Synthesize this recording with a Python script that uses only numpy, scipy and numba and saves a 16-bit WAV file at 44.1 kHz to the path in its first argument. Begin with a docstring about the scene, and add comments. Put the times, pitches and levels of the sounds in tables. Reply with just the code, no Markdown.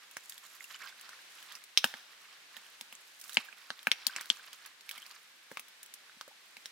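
"""In a wood, water is poured on a flat stone and swept about by hand, close to a stereo microphone.
Bubbles ringing in the film of water make it gurgle; droplets spray, tick and splash on the stone.
A camp fire nearby snaps and pops; the ground, the stone and the trees send each pop back.
A soft hiss of flames and air in the trees lies under it all."""
import sys
import numpy as np
from scipy import signal
from scipy.fft import rfft, irfft
from scipy.io import wavfile
from scipy.ndimage import uniform_filter1d
from numba import njit

SR = 44100
rng = np.random.default_rng(int(sys.argv[2]) if len(sys.argv) > 2 else 0)


def to_wav(s):
    """Save 16-bit WAV."""
    ch = np.atleast_2d(s).T  # columns
    pcm = np.round(np.clip(ch, -1, 1) * 32767)  # PCM
    wavfile.write(sys.argv[1], SR, pcm.astype(np.int16))


N = 295911
POP_SAMPLES = 1024


def poured_water():
    """Thousands of bubbles gurgle in the film of water while droplets spray on the stone."""
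    # How loud the stream is as it goes: time_s, gurgle_db, spray_db
    stream = [(0, -60.5, -70), (.2, -63.5, -65.5), (.34, -61.5, -60.5), (.55, -60, -62), (.7, -54, -56),
              (.78, -48.5, -59), (.98, -59, -65), (1.1, -58, -72), (1.28, -66, -64), (1.52, -52, -58.5),
              (1.68, -70.5, -73), (1.9, -54, -56), (2.06, -64.5, -72.5), (2.22, -58.5, -64.5),
              (2.46, -65.5, -77), (2.56, -57, -66), (2.73, -61, -64.5), (2.85, -66, -69),
              (3.18, -72, -64.5), (3.32, -58.5, -54), (3.41, -48.5, -56), (3.5, -61.5, -66),
              (3.75, -59, -65.5), (3.9, -63.5, -68), (4.13, -45.5, -66), (4.3, -58.5, -61.5),
              (4.66, -56.5, -66), (4.77, -68.5, -75), (5.0, -51.5, -59), (5.19, -62.5, -68),
              (5.42, -66.5, -73), (5.53, -62, -58), (5.63, -65.5, -76), (6.71, -73, -71)]
    # Pitches of the droplet sizes that the first, thin stream favours: pitch_hz, width_hz, gain_db
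    fizz_bands = [(7150, 530, 1.5), (12100, 1100, -2)]
    fizz_ends_s, shift_left_db = 1, 4.5
    t = np.arange(N) / SR
    time_s, *levels = np.transpose(stream)
    gurgle_db, spray_db = (np.interp(t, time_s, db) for db in levels)
    gurgle = swarm(count=14000, lo_hz=1011, hi_hz=5320, cycles=15.2, rise=0.27, spread_db=2, pan_db=9.5)
    spray = swarm(count=40000, lo_hz=5250, hi_hz=14900, cycles=12.6, rise=0.11, spread_db=4.5, pan_db=14)
    early = np.clip((fizz_ends_s - t) / 0.15, 0, 1)
    spray += early * sum(undb(db) * band(spray, hz, width) for hz, width, db in fizz_bands)
    slosh = wander(60)  # both layers surge together as the film breaks
    gurgle *= undb(gurgle_db + 3.23 * slosh)
    spray *= undb(spray_db + 1.8 * slosh + 2.4 * wander(140))
    return (gurgle + spray) * undb([[shift_left_db / 2], [-shift_left_db / 2]])


def swarm(count, lo_hz, hi_hz, cycles, rise, spread_db, pan_db):
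    """Tiny bubbles or drops ring at random, many faint and few loud, from the middle to the right."""
    when, pitch, size, place, length = rng.random((count, 5)).T
    hz = lo_hz * (hi_hz / lo_hz) ** pitch
    fade_s = cycles * (.5 + length) / hz
    gain = undb(-spread_db * np.log(1 - .995 * size))
    gain *= np.sqrt(hz)  # short high rings get as much energy as long low ones
    pan = undb(pan_db * (place - 1))
    rings = ring(when * N / SR, hz, fade_s, rise, swell=0.052, left=gain * pan, right=gain / pan)
    return set_level(rings, 0)


def single_bubbles():
    """A few bubbles ring clearly above the stream, each rising a little in pitch."""
    # One bubble a row: start_s, level_db, pitch_hz, fade_s, left_minus_right_db
    bubbles = [(0.607, -34, 2050, 0.014, -9), (0.643, -39, 2700, 0.02, 11), (0.744, -36, 2950, 0.029, 2),
               (0.7554, -43, 1500, 0.022, -3), (0.8046, -44, 1530, 0.036, -2.0),
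               (0.84, -42, 1400, 0.046, -1), (0.8586, -39.5, 1560, 0.046, -5),
               (0.9, -42, 3400, 0.018, -1.5), (0.9256, -42, 1530, 0.024, -4),
               (1.092, -34, 1420, 0.0082, 0.0), (1.13, -44, 1800, 0.025, 0), (1.132, -45, 1400, 0.025, 2),
               (1.15, -51, 1280, 0.017, -1), (1.19, -46, 1650, 0.025, 0), (2.57, -42.5, 1800, 0.025, -12),
               (3.3233, -38, 3950, 0.02, 1), (4.0802, -33.5, 3180, 0.02, 6), (4.096, -35.5, 1530, 0.038, 2),
               (4.135, -42, 3120, 0.018, 11), (4.185, -25.5, 1670, 0.008, 0.5),
               (4.369, -49, 1180, 0.02, -4), (4.3947, -41.5, 1530, 0.029, 2),
               (4.6494, -52, 2010, 0.014, -5), (4.981, -39, 3100, 0.02, 8), (5.027, -38, 3100, 0.022, 5),
               (6.096, -42.5, 1500, 0.013, -3)]
    start_s, db, hz, fade_s, pan_db = np.transpose(bubbles)
    left, right = undb(db + pan_db / 2), undb(db - pan_db / 2)
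    return ring(start_s, hz, fade_s, rise=0.098, swell=0.041, left=left, right=right)


@njit
def ring(start_s, hz, fade_s, rise, swell, left, right):
    """Bubble tones fade 60 dB in fade_s, swell for a share of that time and climb by the share rise."""
    out = np.zeros((2, N))
    for k in range(len(start_s)):
        length = int(fade_s[k] * SR) + 1
        step = np.exp(2j * np.pi * hz[k] / SR - np.log(1000) / length)  # turns and shrinks the tone
        glide = np.exp(2j * np.pi * hz[k] * rise / SR / length)
        tone, first = 1 + 0j, int(start_s[k] * SR)
        for i in range(first, min(first + length, N)):
            tone *= step
            step *= glide
            sample = tone.imag * min((i - first) / (swell * length), 1.)
            out[0, i] += left[k] * sample
            out[1, i] += right[k] * sample
    return out


def fire_and_splashes():
    """Fire pops, ticks and short splashes: each is two rings, a crack, a sizzle, a knock and a thump."""
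    sizzle_hz, knock_hz, thump_hz = 10000, 945, 230
    direct, toward_trees = np.zeros((2, 2, N + POP_SAMPLES))
    t = np.arange(POP_SAMPLES) / SR
    crack_shape = t / 0.00043 * np.exp(1 - t / 0.00045)
    sizzle_shape = t / 0.0012 * np.exp(1 - t / 0.0011)  # the sizzle outlasts the crack
    for start_s, low_hz, low_db, high_hz, high_db, cycles, sizzle_db, knock_db, pan_db in bursts():
        noise = rng.standard_normal((3, POP_SAMPLES))  # left, right, shared
        first = int(start_s * SR)
        here = slice(first, first + POP_SAMPLES)
        knock = undb(knock_db) * wavelet(knock_hz, cycles=1.55)
        thump = undb(knock_db - 14) * wavelet(thump_hz, cycles=2.35, delay_s=0.00076)
        direct[:, here] += knock + thump
        # toward the trees the high ring is a single broad snap
        snap = undb(high_db) * wavelet(high_hz, cycles=0.92)
        toward_trees[:, here] += snap + undb(knock_db) * wavelet(knock_hz, cycles=1.5)
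        crack_band = 1.2 * high_hz, 1.06 * high_hz
        # the rings reach the left side a little later than the right
        for side, (delay_s, side_db) in enumerate([(.00005, pan_db), (0, 0)]):
            crack = band(band(0.74 * (noise[side] + noise[2]), *crack_band), *crack_band)
            sizzle = band(band(noise[side], sizzle_hz, 10800), sizzle_hz, 19700)
            pop = undb(low_db) * wavelet(low_hz, 0.88 * cycles, delay_s)
            pop += undb(high_db - 1.5) * crack_shape * crack
            pop += undb(sizzle_db) * sizzle_shape * sizzle
            high_ring = undb(high_db) * wavelet(high_hz, cycles, delay_s)
            direct[side, here] += undb(side_db) * (pop + high_ring)
            toward_trees[side, here] += pop
    return ground_echoes(direct[:, :N]) + tree_echoes(toward_trees[:, :N])


def bursts():
    """List the pops, splashes and ticks together; a tick is a small pop with hardly any knock."""
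    # Sharp pops and ticks of the fire, and a few short water splashes:
    # start_s, low_hz, low_db, high_hz, high_db, cycles, sizzle_db, knock_db, left_minus_right_db
    pops_and_splashes = [(0.1687, 1800, -24.5, 5370, -30, 0.9, -37.5, -66, -1),
                         (1.7747, 1460, -71, 3450, -4.5, 1.3, -20.5, -70, -3),
                         (1.8425, 1660, -11.5, 2840, -9.5, 1.4, -20.5, -25.5, 0),
                         (1.9399, 1850, -27.5, 3070, -31, 1.34, -51, -43, -1),
                         (2.5671, 1760, -42, 3230, -34, 2, -40.5, -50.5, -2),
                         (2.8107, 1140, -64, 3480, -30, 1.8, -37.5, -46, 3.5),
                         (2.9259, 1120, -50, 2640, -34, 1.8, -39.5, -50, -4),
                         (3.2945, 1440, -37.5, 3500, -32, 1.8, -35, -74, -5),
                         (3.3706, 2420, -12, 2790, -10, 1.9, -60, -25.5, 2.5),
                         (3.486, 1610, -36.5, 3400, -60, 3.2, -69, -65, -21),
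                         (3.704, 1580, -23, 3100, -22, 1.3, -65, -42, -0.5),
                         (3.8702, 1630, -15.5, 2350, -13.5, 1.96, -30.5, -27, 1.5),
                         (3.9161, 2540, -16, 3380, -8, 1.73, -39, -50, 1.5),
                         (4.0673, 2140, -42, 4500, -18, 3.2, -22.5, -38, 7),
                         (4.163, 2370, -21.5, 5460, -23.5, 1.1, -43, -58, -0.5),
                         (4.21, 1640, -32.5, 4530, -33, 1.2, -31, -65, -0.5),
                         (4.3012, 1130, -54, 3340, -12, 2.96, -62, -36.5, 6.5),
                         (4.8916, 2330, -31, 3900, -31, 3.6, -34, -70, -6),
                         (4.9116, 1770, -39, 3250, -29.5, 2.7, -33, -75, -4),
                         (4.9778, 2210, -39, 3100, -47, 4.9, -38.5, -54, -6),
                         (5.515, 480, -39.5, 1680, -36.5, 0.97, -46, -41.5, 0.5),
                         (5.5717, 1240, -30.5, 2540, -25, 1.47, -40.5, -59, 2),
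                         (5.5949, 1360, -45, 2530, -35.5, 1.5, -35.5, -58, 1.5),
                         (6.167, 227, -60, 2940, -62, 1.3, -65, -64, -2),
                         (6.2112, 1340, -33, 3500, -29.5, 1.44, -43.5, -73, 1.5),
                         (6.2782, 564, -46, 1240, -46, 1.3, -47.5, -58, -1),
                         (6.312, 870, -53, 2500, -62, 3.5, -60, -68, -1),
                         (6.5686, 2420, -34, 3900, -39.5, 1.7, -46, -52, -1.5),
                         (6.6577, 2170, -34.5, 3950, -26, 1.36, -40.5, -60, -1.5)]
    # Faint, bright ticks of water droplets or fire crackle:
    # start_s, pitch_hz, level_db, sizzle_db, left_minus_right_db
    ticks = [(0.1114, 2850, -48, -43.5, -2), (0.257, 8000, -50, -48, 0), (0.2958, 2920, -59, -33.5, 1),
             (0.3222, 3440, -37.5, -45, 0.5), (0.3789, 3460, -40, -41, -2), (0.464, 9000, -52, -46, -2),
             (0.641, 7400, -45, -43, 0), (1.011, 2820, -47, -41, -0.5), (1.0915, 4500, -42, -44, -4),
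             (1.4265, 3170, -43, -45, -1), (1.5218, 3350, -41, -39.5, -1), (1.5528, 5000, -34, -43, -5),
             (1.6387, 4020, -45, -42.5, -1), (2.664, 2920, -45, -52, 0), (2.952, 6370, -36.5, -58, -6),
             (3.198, 2500, -60, -41, -12), (3.213, 5100, -42, -35.5, -6.5), (3.24, 5000, -38, -41, -7),
             (3.331, 3970, -47, -36, -4), (3.344, 6300, -37, -35, -3), (3.351, 3700, -36, -51, 1),
             (3.357, 6500, -42, -44, -5), (3.5271, 2480, -36, -65, -10), (3.7919, 3550, -40, -65, 2.5),
             (3.8292, 3250, -45, -46, 3.5), (4.2573, 3970, -44.5, -46.5, 4), (4.5301, 3270, -38, -39.5, -2),
             (4.66, 4000, -48, -38.5, 0), (4.809, 4160, -43, -50, -2), (5.0195, 3150, -42, -44.5, -3),
             (5.064, 4630, -39, -45.5, 2), (5.1113, 4570, -42.5, -53, 4), (5.6822, 3400, -47, -47, 0),
             (5.83, 3670, -50, -37.5, -2), (5.8605, 3150, -49, -45, 0), (5.9385, 3650, -43, -35.5, 0.5)]
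    return pops_and_splashes + [(start_s, 0.54 * hz, db - 9.5, hz, db, 3.2, sizzle_db, db - 25.5, pan_db)
                                for start_s, hz, db, sizzle_db, pan_db in ticks]


def wavelet(hz, cycles, delay_s=0):
    """A ring of a few cycles that swells fast and dies a little slower."""
    turns = np.maximum(np.arange(POP_SAMPLES) / SR - delay_s, 0) * hz
    age = 1.88 * turns / cycles
    return age * np.exp(1 - age) * np.sin(2 * np.pi * turns)


def ground_echoes(sound):
    """The sound arrives directly, then the ground and the stone return single copies."""
    # Early echoes of a pop: delay_s, left_db, right_db
    echoes = [(.0013, -16.5, -23), (.0068, -25, -20.5), (.0115, -26, -17), (0.0181, -32, -22)]
    response = np.zeros((2, 1024))
    response[:, 0] = 1
    for delay_s, left_db, right_db in echoes:
        response[:, int(delay_s * SR)] += undb([left_db, right_db])
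    return signal.oaconvolve(sound, response, axes=1)[:, :N]


def tree_echoes(sound):
    """Leaves and trunks send back a noisy tail without deep bass, partly alike left and right."""
    # A short and a long tail, each fading by 60 dB: fade_s, level_db
    tails = [(0.046, -26.5), (.8, -52)]
    t = np.arange(SR // 2) / SR
    noise = rng.standard_normal((3, len(t)))
    fade = sum(undb(db) * 1000. ** (-t / fade_s) for fade_s, db in tails)
    swell = np.minimum(t / 0.00064, 1)
    tail = swell * fade * (0.72 * noise[:2] + 0.68 * noise[2])
    tail = signal.lfilter(*signal.butter(1, 400, "high", fs=SR), tail)
    return signal.oaconvolve(sound, tail, axes=1)[:, :N]


def hiss():
    """Flames and air in the trees make a smooth noise, alike left and right only in the bass."""
    # Tone colour of the hiss: pitch_hz, relative_db
    colour = [(35, -59), (60, -23.5), (323, -13.5), (380, -12.5), (566, -10), (698, -9), (1280, -5),
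              (1470, -2.5), (1660, -0.5), (4030, -3), (5330, -7), (13600, -17.5), (16000, -27)]
    # How alike the two sides are: pitch_hz, likeness (0 to 1)
    likeness = [(100, 1), (350, 0.86), (1000, 0.38), (2800, 0.039), (8000, 0.013)]
    log_pitch = np.log(np.maximum(np.fft.rfftfreq(N, 1 / SR), 1))
    colour_db, alike = (np.interp(log_pitch, np.log(hz), values)
                        for hz, values in (np.transpose(colour), np.transpose(likeness)))
    spectra = rfft(rng.standard_normal((2, N))) * undb(colour_db)
    shared, opposed = spectra * np.sqrt([1 + alike, 1 - alike])
    noise = irfft([shared + opposed, shared - opposed], N)
    return set_level(noise, db=-58) * undb(wander(2.745))


def undb(db):
    """Turn decibels into a number to multiply by."""
    return 10 ** (np.asarray(db) / 20)


def set_level(sound, db):
    """Scale a sound to an average (RMS) level."""
    return sound * undb(db) / np.sqrt(np.mean(sound ** 2))


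def band(sound, hz, width_hz):
    """Let through the pitches around hz."""
    return signal.lfilter(*signal.iirpeak(hz, hz / width_hz, fs=SR), sound)


def wander(rate_hz):
    """A smooth random curve that strays about 1 either side of zero."""
    hold = int(SR / rate_hz)
    steps = np.repeat(rng.standard_normal(N // hold + 1), hold)
    return 1.35 * uniform_filter1d(uniform_filter1d(steps, hold), hold)[:N]


def scene():
    """Fire and water sound together over the hiss."""
    return fire_and_splashes() + poured_water() + single_bubbles() + hiss()


def record(dry):
    """The recorder thins the deep bass and cuts the highest treble."""
    bass_hz, top_hz = 125, 15900
    thin = signal.sosfilt(signal.butter(3, bass_hz, "high", fs=SR, output="sos"), dry)
    return signal.sosfilt(signal.ellip(10, .2, 80, top_hz, fs=SR, output="sos"), thin)


dry = scene()
out = record(dry)
to_wav(out)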